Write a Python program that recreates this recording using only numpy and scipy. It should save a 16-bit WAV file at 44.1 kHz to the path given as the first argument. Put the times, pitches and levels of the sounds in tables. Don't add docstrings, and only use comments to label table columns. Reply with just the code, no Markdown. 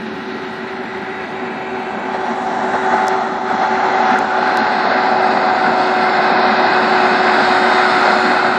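import sys
import numpy as np
from scipy import signal
from scipy.fft import rfft, irfft, next_fast_len
from scipy.io import wavfile
from scipy.ndimage import uniform_filter1d, map_coordinates

SR = 44100
rng = np.random.default_rng(int(sys.argv[2]) if len(sys.argv) > 2 else 0)


def int16_out(signal):
    q = np.round(np.clip(np.atleast_2d(signal).T, -1, 1) * 32767)
    wavfile.write(sys.argv[1], SR, q.astype(np.int16))


def voltage_ratio(decibels):
    exponent = np.asarray(decibels, float) / 20
    return 10 ** exponent


N = 378378


def unit(x):
    return x / np.sqrt(np.mean(x ** 2) + 1e-20)


def curves(rows):
    s, *columns = np.transpose(rows)
    return [np.interp(np.arange(N) / SR, s, column) for column in columns]


def wobble(rate_hz):
    knots = rng.standard_normal(int(N * rate_hz / SR) + 4)
    return map_coordinates(knots, [np.arange(N) * rate_hz / SR])


def bumps(rows):
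    t = np.arange(N) / SR
    return sum((db * np.exp(-((t - s) / half_s) ** 2) for s, half_s, db in rows), 0 * t)


def coloured(x, spectrum):
    size = next_fast_len(N + 8192)
    hz, db = np.transpose(spectrum)
    log_hz = np.log(np.fft.rfftfreq(size, 1 / SR) + 1)
    gain = voltage_ratio(np.interp(log_hz, np.log(hz + 1), db, left=-120))
    return unit(irfft(rfft(x, size) * gain, size)[:N])


def patchy(patchy_db, wide_bins, long_frames):
    z = signal.stft(rng.standard_normal(N + 512), nperseg=512)[2]
    field = rng.standard_normal(z.shape)
    for _ in range(2):
        field = uniform_filter1d(field, wide_bins, 0)
        field = uniform_filter1d(field, long_frames, 1)
    return signal.istft(z * voltage_ratio(patchy_db * unit(field)), nperseg=512)[1][:N]


# (time [s], share [0-1])
OPENNESS = [(0, 0.18), (1.7, 0), (2.4, 0.41), (4.1, .56), (4.8, 0.8), (6.5, 0.88), (8.58, 0.82)]


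def open_share():
    return np.clip(curves(OPENNESS)[0], 0, 1)


def turning(x, far, bend, near):
    share = open_share()
    weights = [np.clip(1 - np.abs(2 * share - k), 0, 1) for k in range(3)]
    return sum(w * coloured(x, colour) for w, colour in zip(weights, (far, bend, near)))


# (time [s], level [dB])
LOUDNESS = [(0, -31.5), (.6, -30.5), (1.77, -25.5), (2.05, -24), (2.29, -20), (2.56, -20.5), (2.87, -17),
            (2.99, -14), (3.18, -18), (3.39, -22), (3.53, -17), (4.13, -13.5), (4.28, -18), (4.45, -15),
            (5.5, -14.5), (7.0, -13.5), (8.3, -14), (8.58, -16)]
PARTS = {"rumble": (-30.5, 1, 0.88, -30), "roar": (-16, 0.92, -0.06, -46), "wash": (-22, 1.33, 1.02, -31),
         "hiss": (-36, 1.3, 1.83, -43.5), "spray": (-52, 0.7, 0.14, -67.5),
         "blade": (-29, 0.5, 0.94, -34.5), "octave": (-23, 0.9, -.1, -64.5),
         "whine": (-51.5, -0.1, 1.43, -72), "intake": (-23, 1.3, -0.96, -44)}
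SWELLS = {"octave": [(0, 0.78, -7.5), (6, 0.55, 2.5), (2, .25, 1)], "blade": [(2.9, .3, 1.5),
          (4.55, .35, -4), (7.8, .4, 0)], "whine": [(.25, .2, -1.5), (4.8, .2, 7), (5.35, .15, -1),
          (6.75, .3, 4), (2.25, 0.11, 4), (2.8, .18, 7), (7.7, .4, 9.5)], "intake": [(1.3, .55, -4),
          (4.7, .45, -3), (6.1, .5, -17), (7.6, .4, -25), (8.55, .15, -15)], "wash": [(.85, 0.39, 1),
          (5.5, 0.49, -1), (6.5, 0.31, 0)], "hiss": [(.32, 0.27, 3), (4.75, 0.27, 2.5), (7.3, 0.12, 1),
          (8.5, 0.36, -3)], "spray": [(2.7, 0.47, 4), (4.8, .3, -3), (6.45, 0.23, -2.5), (7.93, 0.75, 5.5)],
          "rumble": [(6.55, 0.28, 1.5)], "roar": []}


def level(part):
    full_level_db, growth, slope_db_per_s, echo_db = PARTS[part]
    above_full_db = curves(LOUDNESS)[0] + 15
    since_full_s = np.arange(N) / SR - 4
    direct_db = full_level_db + growth * above_full_db + slope_db_per_s * since_full_s
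    return 10 * np.log10(voltage_ratio(direct_db) ** 2 + voltage_ratio(echo_db) ** 2) + bumps(SWELLS[part])


# (time [s], lift [dB])
FLARES = [(2.15, 9), (2.32, 4.5), (2.51, 5), (2.64, 6.5), (2.75, 7), (2.94, 5), (3.13, 2.5), (3.63, 6),
          (3.85, 2.5), (4.43, 4), (4.59, 2.5), (4.73, 1.5), (4.92, 1.5), (5.8, 3), (7.22, -1.5), (7.48, 3)]


def flares():
    return bumps([(s, 0.016, db) for s, db in FLARES])


def shimmer():
    return 1.08 * wobble(16)


def drift():
    return .6 * wobble(5)


def tone(turns, db, flutter_db, blur_rad):
    gain = np.sqrt(2) * voltage_ratio(db + flutter_db * wobble(14))
    return gain * np.sin(2 * np.pi * turns + blur_rad * wobble(9))


# (frequency [Hz], density [dB per Hz])
VALLEY_AIR = [(13, -53.5), (22, -21.5), (43, -26.5), (75, -4), (140, 1.5), (180, -31.5), (310, -120)]
# (frequency [Hz], density [dB per Hz])
SELF_HISS = [(5000, -30), (8000, 0), (11000, 0), (14600, -1), (15200, -40)]


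def valley():
    low = voltage_ratio(-49.5) * coloured(patchy(.8, 2, 8), VALLEY_AIR)
    return low + voltage_ratio(-60) * coloured(patchy(1.5, 3, 4), SELF_HISS)


# (time [s], peak level [dB], lowest frequency [Hz])
TICKS = [
    (3.0700, -26, 4800),
    (3.0822, -11, 4800),
    (4.1887, -18, 6000),
    (4.5726, -12, 3600),
    (4.5800, -38, 7500),
]


def ticks():
    out, push = np.zeros(N + 400), np.arange(400) == 0
    for s, db, low_hz in TICKS:
        snap = signal.sosfilt(signal.cheby1(5, 2, low_hz, "high", fs=SR, output="sos"), push)
        snap = signal.sosfilt(signal.butter(1, 3500, fs=SR, output="sos"), snap)
        snap += 3 * signal.lfilter(*signal.iirpeak(1.15 * low_hz, 4, SR), snap)
        snap = signal.sosfilt(signal.butter(6, 12800, fs=SR, output="sos"), snap)
        out[round(s * SR):][:400] += voltage_ratio(db) * snap / np.abs(snap).max()
    return out[:N]


# (time [s], peak level [dB], thump level [dB])
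KICKS = [
    (5.6361, -52, -70),
    (5.9407, -51, -67),
    (6.924, -50, -69),
    (7.216, -49, -60),
    (7.4854, -47, -52),
]


def kicks():
    out, t = np.zeros(N + 400), np.arange(400) / SR
    for s, db, thump_db in KICKS:
        out[round((s + .001) * SR)] += voltage_ratio(db + 9)
        out[round(s * SR):][:400] += voltage_ratio(thump_db + 14) * np.sin(np.pi * t / t[-1]) ** 2
    return out[:N]


# (frequency [Hz], density [dB per Hz])
SPRAY_FAR = [(5000, -35), (5700, -0.5), (6600, 1.5), (7600, -1), (8600, -7), (9500, -9), (11000, -39)]
SPRAY_NEAR = [(5700, -41), (6200, -1.5), (6700, 0.5), (7600, -1.5), (8600, -4), (9300, -12), (10500, -40.5)]


def spray():
    return voltage_ratio(level("spray") + 2.0) * turning(patchy(1.4, 3, 12), SPRAY_FAR, SPRAY_FAR, SPRAY_NEAR)


# (frequency [Hz], density [dB per Hz])
RUMBLE = [(65, -53), (110, -25), (161, -16), (230, -1.5), (276, -7), (330, -10.5), (371, -10), (404, -10.5),
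          (480, -21.5), (620, -39), (1060, -120)]


def rumble(rumble_db):
    return voltage_ratio(rumble_db) * coloured(patchy(1.2, 2, 8), RUMBLE)


# (frequency [Hz], density [dB per Hz])
ROAR_FAR = [(190, -58.5), (330, -21), (373, 2), (410, -12), (712, -6), (736, -10), (800, -5.5),
            (1250, -15.5), (1620, -49.5), (2750, -120)]
ROAR_BEND = [(190, -50), (330, -25.5), (371, -3), (406, -17.5), (712, -3), (740, 1), (1080, -9),
             (1250, -10), (1620, -45), (2750, -120)]
ROAR_NEAR = [(190, -46.5), (330, -12.5), (365, -14), (399, -15.5), (692, -2), (728, -6.5), (787, -0.5),
             (1250, -16.5), (1620, -41), (2750, -120)]


def roar(roar_db, gust_db):
    noise = turning(patchy(0.75, 3, 12), ROAR_FAR, ROAR_BEND, ROAR_NEAR)
    return voltage_ratio(roar_db - 2.0 + 0.38 * gust_db) * noise


# (frequency [Hz], density [dB per Hz])
WASH_FAR = [(620, -37), (1050, -1), (1120, -23.5), (1280, -2.5), (1640, 0.5), (1800, -6), (1950, 3.5),
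            (2070, -7), (2170, -4.5), (2680, -9), (3200, -32), (4160, -57.5), (7040, -120)]
WASH_BEND = [(620, -29), (1050, -6.5), (1080, -18), (1210, -1), (1510, 3.5), (1710, -4), (1950, -4.5),
             (2250, -12), (2620, -17.5), (3200, -37), (4160, -55.5), (7040, -120)]
WASH_NEAR = [(620, -18.5), (1050, -1), (1110, -6.5), (1310, -1.5), (1520, 1), (1750, -6.5), (2070, -4),
             (2310, -17.5), (2530, -8), (2830, -26.5), (3200, -23), (4160, -56), (7040, -120)]


def wash(wash_db, gust_db):
    noise = turning(patchy(1.2, 2, 60), WASH_FAR, WASH_BEND, WASH_NEAR)
    return voltage_ratio(wash_db + 0.46 * gust_db) * noise


# (frequency [Hz], density [dB per Hz])
HISS_FAR = [(1650, -38), (2800, -4.5), (2900, -1.5), (3550, -5), (3840, -0.5), (3960, -7.5), (4320, -4.5),
            (5390, -19.5), (5900, -19), (7670, -52.5), (13000, -120)]
HISS_BEND = [(1650, -31.5), (2800, -0.5), (3160, -4.5), (3370, -1.5), (3540, 0.5), (3630, -6.5),
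             (4130, -0.5), (4470, -9), (5900, -10.5), (7670, -32.5), (13000, -120)]
HISS_NEAR = [(1650, -31), (2800, -4.5), (3110, -9), (3580, 0.5), (4290, 4.5), (4670, 0), (5300, -4.5),
             (5500, -23), (5850, -21.5), (6150, -39), (8000, -120)]


def hiss(hiss_db, gust_db):
    noise = turning(patchy(1.2, 2, 50), HISS_FAR, HISS_BEND, HISS_NEAR)
    return voltage_ratio(hiss_db + 0.71 * gust_db) * noise


def air(blades, rumble_db, roar_db, wash_db, hiss_db):
    gust_db = .5 * wobble(11) + 0.8 * wobble(45)
    beat = 1 + .01 * np.cos(2 * np.pi * blades)
    low = rumble(rumble_db) + roar(roar_db, gust_db)
    return low + beat * (wash(wash_db, gust_db) + hiss(hiss_db, gust_db))


def engine(blades, rumble_db, wash_db):
    firings = blades / 4.4
    hum = tone(firings, rumble_db - 31, flutter_db=2.5, blur_rad=.4)
    intake = tone(10 * firings, level("intake") + drift() + .2, flutter_db=1.2, blur_rad=.45)
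    upper = tone(16 * firings, wash_db - 14 + 1.5 * wobble(1), flutter_db=1.5, blur_rad=.5)
    return hum + intake + upper


# (blade-rate multiple, time [s], half length [s], level [dB])
WHISTLES = [(5.3, 1.0, .45, -39), (10, .45, .2, -50), (10, 1.2, .15, -52), (9, 2.9, .25, -46),
            (11.1, 3.8, .35, -44), (11.1, 4.55, .3, -40), (4.1, 4.6, .4, -30), (4.1, 2.05, .3, -36),
            (6.9, 1.6, .4, -44), (9, 2.3, .25, -49)]


def whistles(blades):
    t, blur_hz = np.arange(N) / SR, 110
    out = np.zeros(N)
    for k, s, half_s, db in WHISTLES:
        phase = 2 * np.pi * k * blades
        band = wobble(blur_hz) * np.sin(phase) + wobble(blur_hz) * np.cos(phase)
        out += voltage_ratio(db) * np.exp(-((t - s) / half_s) ** 2) * band
    return out


# (blade-rate multiple, hidden level re air [dB], open level re air [dB])
WASH_ORDERS = [(3, -24, -24), (4, -19, -21), (5, -16, -31), (6, -24, -36), (7, -27, -33)]
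HISS_ORDERS = [(8, -18, -21), (9, -12, -27), (11, -16, -26), (12, -24, -28), (13, -24, -28)]


def fan(blades, wash_db, hiss_db):
    first_db, second_db, whine_db = (level(part) + drift() for part in ("blade", "octave", "whine"))
    share = open_share()
    song = tone(blades, first_db + .7, flutter_db=.7, blur_rad=.15)
    song += tone(2 * blades, second_db + .7, flutter_db=1.1, blur_rad=.3)
    song += tone(10 * blades, whine_db + 1.5, flutter_db=1.5, blur_rad=.6)
    for orders, air_db in (WASH_ORDERS, wash_db), (HISS_ORDERS, hiss_db):
        for k, far_db, near_db in orders:
            order_db = air_db + far_db + share * (near_db - far_db) + 2.5 * wobble(1.5)
            song += tone(k * blades, order_db, flutter_db=1.2, blur_rad=.4)
    return song


# (time [s], centre [Hz], depth [dB])
NOTCH = [(0, 6400, 3), (2.4, 6350, 7), (3.6, 6200, 2), (4.7, 6000, 5), (5.7, 6250, 7), (7.3, 6000, 9),
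         (7.8, 6150, 11), (8.05, 6300, 10), (8.58, 6350, 10)]


def water(x, size=512):
    hz, t, z = signal.stft(x, SR, nperseg=size)
    s, notch_hz, depth_db = np.transpose(NOTCH)
    width_hz = 110
    dip = np.exp(-((hz[:, None] - np.interp(t, s, notch_hz)) / width_hz) ** 2)
    return signal.istft(z * voltage_ratio(-np.interp(t, s, depth_db) * dip), SR, nperseg=size)[1][:N]


# (time [s], blade rate [Hz])
BLADE_RATE = [(0.0, 378.0), (1.65, 379.1), (3.3, 379.7), (3.96, 378.5), (4.62, 374.7), (5.28, 374.0),
              (5.94, 371.3), (6.6, 371.1), (8.25, 369.2), (8.58, 366.5)]


def scene():
    blades = np.cumsum(curves(BLADE_RATE)[0]) / SR
    flare_db = flares()
    rumble_db = level("rumble") + .5 * flare_db + 1.1 * shimmer()
    roar_db = level("roar") + 0.78 * flare_db + 0.7 * shimmer()
    wash_db = level("wash") + 0.35 * flare_db + 0.56 * shimmer()
    hiss_db = level("hiss") + .5 * flare_db + .4 * shimmer()
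    craft = air(blades, rumble_db, roar_db, wash_db, hiss_db) + spray()
    craft += engine(blades, rumble_db, wash_db) + whistles(blades)
    craft += fan(blades, wash_db, hiss_db)
    return (valley() + water(craft))[None]


def masked(x, floor_db, follow, size=2048, count=4):
    hz, _, z = signal.stft(x, SR, "cosine", size)
    density = np.abs(z) ** 2 * 1.62 * size / SR
    loud_db = uniform_filter1d(10 * np.log10(density.mean(0) + 1e-12), 5)
    bands = np.add.reduceat(density, np.arange(0, len(density), count)) / count
    keep = 10 * np.log10(bands + 1e-20) > floor_db + follow * loud_db
    keep = np.repeat(keep, count, 0)[:len(hz)] | (hz[:, None] < 5000)
    return signal.istft(z * keep, SR, "cosine", size)[1][:N]


def top_cut(x):
    return signal.sosfilt(signal.butter(12, 15700, fs=SR, output="sos"), x)


def record(dry):
    x = dry[0] / (1 + np.abs(dry[0] / .97) ** 8) ** (1 / 8)
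    x = masked(x, floor_db=-35, follow=.88) + ticks() + kicks()
    x = x * np.clip((N - np.arange(N)) / (.0007 * SR), 0, 1)
    return top_cut(x[None])


dry = scene()
out = record(dry)
int16_out(out)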